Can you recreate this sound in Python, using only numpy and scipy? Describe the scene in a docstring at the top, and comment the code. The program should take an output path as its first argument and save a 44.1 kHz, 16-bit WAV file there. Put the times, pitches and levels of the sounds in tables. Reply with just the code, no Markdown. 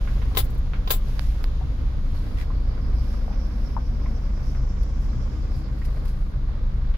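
"""Pickup cab on gravel

Inside a pickup creeping over a gravel lot. The body rumbles and the engine idles, with one touch of
throttle; below the floor the tyres crunch and flick up stones. The vents hiss as the microphone turns
from the dashboard to the side window and back, and a hand brushes the wheel. Close to the microphone,
something like a bunch of keys clacks twice against plastic; two dry ticks follow."""
import sys
import numpy as np
from scipy import signal
from scipy.fft import rfft, irfft, next_fast_len
from scipy.io import wavfile
from scipy.ndimage import uniform_filter1d, map_coordinates

SR = 44100
rng = np.random.default_rng(int(sys.argv[2]) if len(sys.argv) > 2 else 0)


def wav_record(signal):
    """Record a signal, one row per channel, as 16-bit PCM in the file named by sys.argv[1]."""
    frames = np.transpose(np.atleast_2d(signal))
    bounded = np.clip(frames, -1, 1)
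    # unit amplitude maps onto the largest positive 16-bit level
    quanta = np.round(bounded * 32767).astype(np.int16)
    wavfile.write(sys.argv[1], SR, quanta)


N = 307377

# Levels in spectra and modes are relative; lean is left minus right.
# the cab as heard at the microphone: (frequency [Hz], left-right likeness [-1 to 1])
CAB_LIKENESS = [(60, 0.96), (130, 1), (290, 0.64), (640, 0.46), (1410, 0.055), (3100, -0.08), (6820, 0.1),
                (15000, -0.086)]
# its balance: (frequency [Hz], lean [dB])
CAB_LEAN = [(60, 0.5), (110, 0.5), (200, 1.5), (380, 0), (700, 3), (1290, -3.5), (2380, -2), (4400, -1.5),
            (8120, 11), (15000, 13)]
# spectra of body rumble, tyre roar and the floor drumming: (frequency [Hz], level [dB])
RUMBLE_SPECTRUM = [(14, -31.5), (21, -10), (27, -1), (38, 2.5), (48, -1.5), (62, -6), (80, -12), (100, -18),
                   (128, -13), (165, -25.5), (215, -25.5), (280, -28.5), (340, -41.5), (600, -85.5)]
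TYRE_SPECTRUM = [(120, -11.5), (250, 2), (360, 0), (520, -1), (680, -7.5), (900, -8), (1150, -6.5),
                 (1450, -9.5), (1750, -13), (2200, -15), (2800, -24.5), (5000, -24.5), (9000, -65.5)]
DRUM_SPECTRUM = [(140, -56), (190, 4.5), (235, 3.0), (330, -19.0), (700, -15.0), (1100, -55.5)]
# a stretch of rougher ground: (start [s], rise [s], hold [s], release [s])
ROUGH_GROUND = (1.85, 1.32, 0.42, 3.1)
# idle and one touch of throttle: (time [s], firing rate [Hz])
FIRING_RATE = [(0, 24.8), (1.1, 26.02), (3, 27.24), (4.85, 27.1), (5.22, 31.36), (5.65, 32.08),
               (5.9, 26.89), (6.97, 25.38)]
# engine orders: (multiple of the firing rate, level at idle [dB], change with firing rate [dB/Hz])
ENGINE_ORDERS = [(1, -26, -0.4), (2, -28, -0.4), (2.5, -41.5, -4.5), (3, -35, -0.9), (5, -50.5, -0.5),
                 (6, -53, 0), (7, -53, 0.15), (8, -50.5, -1.5)]
# the microphone's path: (time [s], turn [0 dashboard, 1 side window], vent hiss [dB])
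MICROPHONE_PATH = [(0, 0.07, -50), (.6, 0.17, -54.5), (1.2, 0, -52), (2.6, 0.39, -56.5), (3.1, 0.84, -58),
                   (4.2, 0.84, -58), (4.8, 1, -59), (5.35, 0.79, -55), (5.9, 0.26, -60.5), (6.6, 0, -58.5)]
# spectra of vent air and of skin and cloth: (frequency [Hz], level [dB])
VENT_SPECTRUM = [(800, 6), (2000, -2), (3300, 1.5), (4400, -4), (5500, -6.5), (6800, -8.5), (8400, -32.5),
                 (9500, -13), (10500, -27), (11600, -17.5), (15500, -30)]
SKIN_SPECTRUM = [(500, -27.5), (1700, 4), (3000, -2), (5000, 0.5), (8400, -14), (9600, -9), (12000, -8),
                 (15500, -14)]
# high hiss by the window, and trim rubbing: (centre [s], length [s], pitch [Hz], level [dB])
WINDOW_SIZZLE = (5, 1.9, 6601, -69)
TRIM_SQUEAK = (5.105, .028, 4150, -60)
# strokes of hand and cloth at the wheel: (centre [s], length [s], level [dB], lean [dB])
HAND_STROKES = [(0.2, .6, -59, -2.5), (1.218, 0.36, -52, -3), (2.246, 0.36, -57.5, -3),
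                (2.42, 0.065, -56.5, -6.5), (3.105, 0.44, -59, -6.5), (3.603, 0.35, -61, -6),
                (4.097, 0.59, -67.5, -4), (4.49, 0.16, -62, 0.5), (4.834, 0.0096, -50.5, -3),
                (5.041, 0.083, -60.5, 0), (5.56, 0.13, -62, 3.5), (5.855, 0.015, -50.5, 0.5),
                (5.87, 0.29, -60, -3.5), (6.056, 0.0082, -54, 4), (6.089, 0.043, -59.5, 1.5),
                (6.164, 0.36, -65, 3)]
# modes of the wheel rim: (frequency [Hz], width [Hz], level [dB])
RIM_MODES = [(1920, 205, 9), (3900, 1200, -3.5), (11500, 6000, -25.0)]
# stones under the tyres: (time [s], level [dB], pitch [Hz], width [octaves], lean [dB])
STONE_POPS = [(.075, -31.5, 1470, 0.48, -6), (.218, -35, 1300, 1, -8), (0.316, -39, 800, 0.46, -2.5),
              (.735, -28, 1350, 0.76, -1.5), (3.328, -37, 1000, 0.81, -6), (4.059, -41.5, 2079, 0.14, 3),
              (4.55, -36.5, 1290, 0.6, 5), (6.94, -37.5, 1980, 1, -4)]
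# stones hitting the underbody: (time [s], level [dB], pitch [Hz], t60 [s], lean [dB])
STONE_KNOCKS = [(1.611, -35, 758, 0.055, 7.5), (2.503, -36, 1040, 0.059, -9), (3.28, -30.5, 655, 0.031, 4),
                (3.302, -37.5, 820, .07, 8), (3.766, -20, 912, 0.03, 8), (4.06, -34, 1046, 0.044, 6),
                (5.817, -37.5, 1880, 0.038, -3)]
# modes of the underbody: (multiple of the pitch, level [dB])
UNDERBODY_MODES = [(.84, -12.5), (1, -1.5), (1.14, -10.5), (1.4, -24)]
# dry ticks: (time [s], level [dB], lean [dB])
PLASTIC_TICKS = [(1.1943, -25.5, -28), (1.442, -26, -22.5)]
# spectra of a tick, metal rasping on plastic and metal on metal: (frequency [Hz], level [dB])
TICK_SPECTRUM = [(300, -3.5), (900, -2), (1700, -1.5), (3000, -8.5), (4800, -5.5), (7500, -31),
                 (10000, -23), (15500, -31.5)]
CRACK_SPECTRUM = [(280, -26), (450, 1), (1200, -6), (2400, -4), (3800, 1), (5000, -6), (5800, -12.5),
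                  (8000, -27)]
SHIMMER_SPECTRUM = [(4500, -20), (7700, -10), (8600, -18.5), (9500, -6), (10700, -11.5), (11800, -2),
                    (13200, -7), (15200, 0.5), (15950, -13.5)]
# modes of the struck plastic and of the keys: (frequency [Hz], level [dB])
PLASTIC_MODES = [(400, 2), (490, 1), (770, 1.5), (1040, 4.5), (1310, -1), (1620, -3.5), (2080, -5),
                 (3030, -2), (3440, 0), (3650, -2.5), (3850, -3), (4700, -5.5)]
KEY_MODES = [(6570, -12), (7480, -17), (7810, -14), (9970, -9), (11120, -8), (11650, -4), (12020, -1),
             (13790, -9), (14700, -3), (15320, 0), (15580, -7)]
# the keys swing against plastic: (time [s], clack [dB], jingle [dB], graze lead [s],
# graze against the blow [dB], rebound gap [s], ring length [factor],
# favoured plastic pitch [Hz], favoured metal pitch [Hz], clack lean [dB])
KEY_SWINGS = [(0.3702, -17, -16, 0.021, -15.5, 0.015, 0.9, 3310, 11900, 3.5),
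              (0.904, -19, -16.5, 0.030, -10, .031, 1.11, 1070, 15400, -1.5)]
# the keys rub lightly together afterwards: (time [s], level [dB])
KEY_SETTLES = [(.439, -38.5), (0.499, -45), (.541, -51.5), (.575, -48), (1.431, -44)]


def amp(db):
    """Decibels to gain."""
    return 10 ** (np.asarray(db) / 20)


def unit(x):
    """Scale to rms 1."""
    return x / np.sqrt(np.mean(x ** 2) + 1e-20)


def along(points, hz):
    """Read (Hz, value) points on a log axis."""
    f, v = np.transpose(points)
    return np.interp(np.log(hz + 1), np.log(f + 1), v)


def colour(spectrum):
    """Gain function of (Hz, dB) points."""
    return lambda hz: amp(along(spectrum, hz))


def curves(rows):
    """One value per sample for each column after the time."""
    s, *cols = np.transpose(rows)
    return [np.interp(np.arange(N) / SR, s, c) for c in cols]


def wobble(rate, size=N):
    """A smooth random curve, rate knots a second."""
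    return map_coordinates(rng.standard_normal(int(size * rate / SR) + 4), [np.arange(size) * rate / SR])


def swell(s, length):
    """A smooth rise and fall centred on time s."""
    return np.exp(-(2 * (np.arange(N) / SR - s) / length) ** 2)


def attack(t, rise_s):
    """An exponential rise from 0 to 1."""
    return 1 - np.exp(-t / rise_s)


def filtered(x, response):
    """Shape x by a gain function of frequency."""
    n = x.shape[-1]
    m = next_fast_len(n + SR // 4)
    return irfft(rfft(x, m) * response(np.fft.rfftfreq(m, 1 / SR)), m)[..., :n]


def sides(lean_db):
    """Left and right gains for a level difference."""
    return amp(np.array([[1], [-1]]) * lean_db / 2)


def add(track, s, sound):
    """Mix a sound into the track at time s."""
    part = track[:, round(s * SR):][:, :sound.shape[-1]]
    part += sound[..., :part.shape[-1]]


def rush(gain, size=N):
    """Stereo cab noise of rms 1: alike in the bass, unrelated in the treble."""
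    def mid_side(hz):
        angle = np.arccos(np.clip(along(CAB_LIKENESS, hz), -1, 1)) / 2
        return gain(hz) * np.array([np.cos(angle), np.sin(angle)])
    mid, side = filtered(rng.standard_normal((2, size)), mid_side)
    return unit(np.array([mid + side, mid - side]))


def gliding(centre_hz, level_db, width_hz):
    """A narrow band of stereo noise with a moving centre and level."""
    band = filtered(rng.standard_normal((2, 2, N)), lambda hz: 1 / (1 + (hz / width_hz / 2) ** 2) ** 2)
    phase = 2 * np.pi * np.cumsum(centre_hz) / SR
    return amp(level_db) * unit(band[0] * np.cos(phase) + band[1] * np.sin(phase))


def burst(s, length, hz, db, width_hz):
    """One swell of narrow noise."""
    return swell(s, length) * gliding(np.full(N, hz), db, width_hz)


def snap(gain, size):
    """One minimum-phase pulse of peak 1 with the given colour."""
    cepstrum = irfft(np.log(gain(np.fft.rfftfreq(2 * size, 1 / SR)) + 1e-6))
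    cepstrum[1:size] *= 2
    cepstrum[size:] = 0
    pulse = irfft(np.exp(rfft(cepstrum)))[:size]
    return pulse / np.abs(pulse).max()


def cab_balance(x):
    """Each band reaches the microphone leaning to one side of the cab."""
    return filtered(x, lambda hz: sides(along(CAB_LEAN, hz)))


def cab_walls(x, share=0.31, t60=0.082, low_cut_hz=400):
    """Close glass and trim return a short tail that ripples the spectrum."""
    t = np.arange(SR // 12) / SR
    tail = rng.standard_normal((2, len(t))) * amp(-60 * t / t60)
    echo = signal.fftconvolve(x, tail / np.linalg.norm(tail[0]), axes=1)[:, :N]
    return x + share * filtered(echo, lambda hz: hz ** 2 / (hz ** 2 + low_cut_hz ** 2))


def rolling(rumble_db=-26, roar_db=-47.5, rough_gain_db=1.66, drum_db=-42.5):
    """The body rumbles all round, gravel roughens the tyre roar, and rough ground drums the floor."""
    rough = np.interp(np.arange(N) / SR, np.cumsum(ROUGH_GROUND), [0, 1, 1, 0])
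    shake = rush(colour(RUMBLE_SPECTRUM))
    shake_rms = np.sqrt(np.abs(uniform_filter1d(shake[0] ** 2, SR // 4)))
    rumble = amp(rumble_db) * shake / shake_rms  # slow, even rolling: no big swells
    crunch = amp(1.9 * wobble(130) + 0.83 * wobble(12))
    roar = amp(roar_db + rough_gain_db * rough) * unit(crunch * rush(colour(TYRE_SPECTRUM)))
    drum = amp(drum_db) * rough * rush(colour(DRUM_SPECTRUM))
    return rumble + roar + drum


def engine(idle_hz=24.6, throb_db=0.77, uneven_db=4.0):
    """Firing orders boom in the cab, the low ones steadily; most weaken as the revs rise."""
    rate_hz, = curves(FIRING_RATE)
    phase = 2 * np.pi * np.cumsum(rate_hz) / SR
    out = np.zeros(N)
    for order, db, db_per_hz in ENGINE_ORDERS:
        waver_db = (throb_db if order < 3.75 else uneven_db) * wobble(7)
        level = amp(db + db_per_hz * (rate_hz - idle_hz) + waver_db)
        out += level * np.sqrt(2) * np.sin(order * phase + rng.uniform(0, 2 * np.pi))
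    return out


def drivetrain(inertia_s=1.1, full_pull_hz=0.2, hum_order=4.57, whine_order=11.0):
    """Hum and whine follow the road speed, which lags the engine; the whine grows under load."""
    rate_hz, = curves(FIRING_RATE)
    step = 1 / (inertia_s * SR)
    lagged_hz = rate_hz[0] + signal.lfilter([step], [1, step - 1], rate_hz - rate_hz[0])
    pull = np.tanh((rate_hz - lagged_hz) / full_pull_hz)  # 1 pulling, -1 coasting
    hum = gliding(hum_order * lagged_hz, level_db=-40.5 - 0.5 * pull, width_hz=1.0)
    whine = gliding(whine_order * lagged_hz, level_db=-52 + 3 * pull, width_hz=10)
    return (hum + whine).mean(0)


def vents(flutter_db=2.3):
    """Air hisses from the dashboard; turning to the window lifts a fluttering crest on the right."""
    turn, hiss_db = curves(MICROPHONE_PATH)
    crest_db = -74 + 8.5 * turn + flutter_db * wobble(30)
    crest = sides(-18.5) * gliding(centre_hz=3956 + 1653 * turn, level_db=crest_db, width_hz=540)
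    hiss = amp(hiss_db) * rush(colour(VENT_SPECTRUM))
    return hiss + crest + burst(*WINDOW_SIZZLE, width_hz=750)


def hand(catch_hz=90):
    """Skin and cloth brush at the wheel in soft strokes, finely grained with tiny catches."""
    strokes = sum(amp(db) * sides(lean_db) * swell(s, length) for s, length, db, lean_db in HAND_STROKES)
    since_catch = np.cumsum(catch_hz * amp(6 * wobble(50))) / SR % 1
    grain = amp(1.8 * wobble(500) + 1.3 * wobble(22))
    catches = 1 + 1.1 * np.exp(-9 * since_catch)
    return strokes * unit(grain * catches * rush(colour(SKIN_SPECTRUM)))


def grip_creak(centre_s=2.4, length_s=0.069, db=-46.5, slip_hz=75):
    """The grip on the wheel sticks and slips in a quick, uneven run that excites the rim."""
    def rim(hz):
        return np.abs(sum((-1) ** k * amp(level) * 1j * hz * width / (f * f - hz * hz + 1j * hz * width)
                          for k, (f, width, level) in enumerate(RIM_MODES)))
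    envelope = np.exp(-(2 * (np.arange(N) / SR - centre_s) / length_s) ** 4)
    since_slip = np.cumsum(slip_hz * amp(1.7 * wobble(60))) / SR % 1
    return amp(db) * envelope * unit(np.exp(-3 * since_slip) * rush(rim))


def trim_squeak():
    """Rubbing trim gives one faint, scratchy chirp."""
    return burst(*TRIM_SQUEAK, width_hz=150)


def stone_pops(tail_db=-10, tail_t60=0.16, grit_db=-50, grit_hz=1500, grit_octaves=0.57, count=24):
    """Stones squeezed from under a tyre pop and the wheel well rings; fine grit pops at random."""
    out, t = np.zeros((2, N)), np.arange(SR // 6) / SR
    tail = amp(tail_db - 60 * t / tail_t60) * attack(t, 0.00042)
    times, scatter = rng.uniform(0, N / SR, count), rng.standard_normal((count, 3))
    grit = [(s, grit_db + 2 * level, grit_hz * 2 ** (pitch / 2), grit_octaves, 4 * lean)
            for s, (level, pitch, lean) in zip(times, scatter)]
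    for s, db, pitch_hz, octaves, lean_db in STONE_POPS + grit:
        def band(hz):
            offset = np.log2((hz + 1) / pitch_hz) / octaves
            return (1 + (offset / 2) ** 2) ** -2 / (1 + (hz / 4500) ** 6)
        add(out, s, amp(db) * sides(lean_db) * (snap(band, len(t)) + tail * rush(band, len(t))))
    return out


def stone_knocks(buzz_db=-4.5, buzz_limit_db=-28, buzz_t60=0.078, buzz_octaves=0.5):
    """A flung stone knocks a hollow note from the underbody, and the panel buzzes softly after it."""
    out, t = np.zeros((2, N)), np.arange(SR // 6) / SR
    for s, db, pitch_hz, t60, lean_db in STONE_KNOCKS:
        ring = sum(amp(level) * np.sin(2 * np.pi * (ratio * pitch_hz * t + rng.random()))
                   for ratio, level in UNDERBODY_MODES)
        knock = amp(db - 60 * t / t60) * attack(t, 0.00037) * ring
        noise = rush(lambda hz: np.exp(-(np.log2((hz + 1) / pitch_hz) / buzz_octaves) ** 2 / 2), len(t))
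        buzz = amp(min(db + buzz_db, buzz_limit_db) - 60 * t / buzz_t60) * attack(t, 0.009) * noise
        add(out, s, sides(lean_db) * (knock + buzz))
    return out


def ticks(gain_db=1):
    """Plastic snaps to the right of the microphone, dry and with no ring."""
    out = np.zeros((2, N))
    for s, db, lean_db in PLASTIC_TICKS:
        add(out, s, amp(db + gain_db) * sides(lean_db) * snap(colour(TICK_SPECTRUM), SR // 20))
    return out


def ringing(modes, t, favoured_hz, t60, favour_db=3, favour_octaves=0.083):
    """Dying modes, balanced anew for each blow; the spot struck brings out those near favoured_hz."""
    hz, db = np.transpose(modes)[..., None]
    spot_db = favour_db * np.exp(-(np.log2((hz + 1) / favoured_hz) / favour_octaves) ** 2)
    gain = amp(db + 2 * rng.standard_normal(hz.shape) + spot_db)
    waves = np.sin(2 * np.pi * (hz * t + rng.random((2, len(hz), 1))))
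    return amp(-60 * t / t60) * (gain * waves).sum(1) / np.sqrt(np.sum(gain ** 2) / 2)


def rasp(spectrum, t, t60, chatter_db=0.5):
    """Metal chatters over a surface: a dying, finely shaken noise."""
    chatter = amp(chatter_db * wobble(640, len(t)))
    return amp(-60 * t / t60) * unit(chatter * rush(colour(spectrum), len(t)))


def key_contacts(graze_jingle_db=-25, damped_ring=0.6, scrape_s=0.0082, scrape_db=-16.5):
    """Each swing grazes, scrapes, strikes and rebounds twice; yields one row a contact."""
    for s, clack_db, jingle_db, lead_s, graze_db, gap_s, ring, *spot in KEY_SWINGS:
        # (delay [s], clack change [dB], jingle change [dB], ring length [factor])
        hits = [(-lead_s, graze_db, graze_jingle_db, damped_ring),
                (-scrape_s, scrape_db, scrape_db, damped_ring),
                (0, 0, 0, 1)]
        for k in (1, 2):
            loss_db = 465 * gap_s * k  # a longer flight comes back weaker
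            hits.append((k * gap_s, -loss_db, 0.5 - k * loss_db, 1))
        for delay, clack_change, jingle_change, share in hits:
            yield s + delay, clack_db + clack_change, jingle_db + jingle_change, ring * share, *spot


def keys(plastic_rise_s=0.0008, metal_rise_s=0.0099, rasp_t60=0.091, crack_db=-3.5, shimmer_db=-4):
    """Close by, each contact rings the plastic, then the metal on the left; the keys rub and settle."""
    plastic, metal, t = np.zeros((2, N)), np.zeros((2, N)), np.arange(SR // 4) / SR
    for s, clack_db, jingle_db, ring, plastic_hz, metal_hz, lean_db in key_contacts():
        clack = ringing(PLASTIC_MODES, t, plastic_hz, t60=0.062 * ring)
        clack += amp(crack_db) * rasp(CRACK_SPECTRUM, t, rasp_t60 * ring)
        jingle = ringing(KEY_MODES, t, metal_hz, t60=0.082 * ring)
        jingle += amp(shimmer_db) * rasp(SHIMMER_SPECTRUM, t, rasp_t60 * ring)
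        add(plastic, s, amp(clack_db) * sides(lean_db) * attack(t, plastic_rise_s) * clack)
        add(metal, s, amp(jingle_db) * attack(t, metal_rise_s) * jingle)
    for s, db in KEY_SETTLES:
        add(metal, s, amp(db) * attack(t, metal_rise_s) * rasp(SHIMMER_SPECTRUM, t, t60=0.06))
    return cab_balance(plastic) + sides(17) * metal


def scene(fade_s=0.012):
    """The cab's background with stones and keys over it; all but the ticks echo off the walls."""
    t = np.arange(N) / SR
    fade = np.clip(np.minimum(t, t[-1] - t) / fade_s, 0, 1)
    background = engine() + rolling() + drivetrain() + vents() + hand() + grip_creak() + trim_squeak()
    return cab_walls(cab_balance(fade * background) + keys() + stone_pops() + stone_knocks()) + ticks()


def record(dry, ceiling=0.55, top_hz=15900):
    """The phone's microphone rounds off the highest peaks and keeps nothing above its band limit."""
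    rounded = dry / (1 + np.abs(dry / ceiling) ** 6) ** (1 / 6)
    return filtered(rounded, lambda hz: hz < top_hz)


dry = scene()
out = record(dry)
wav_record(out)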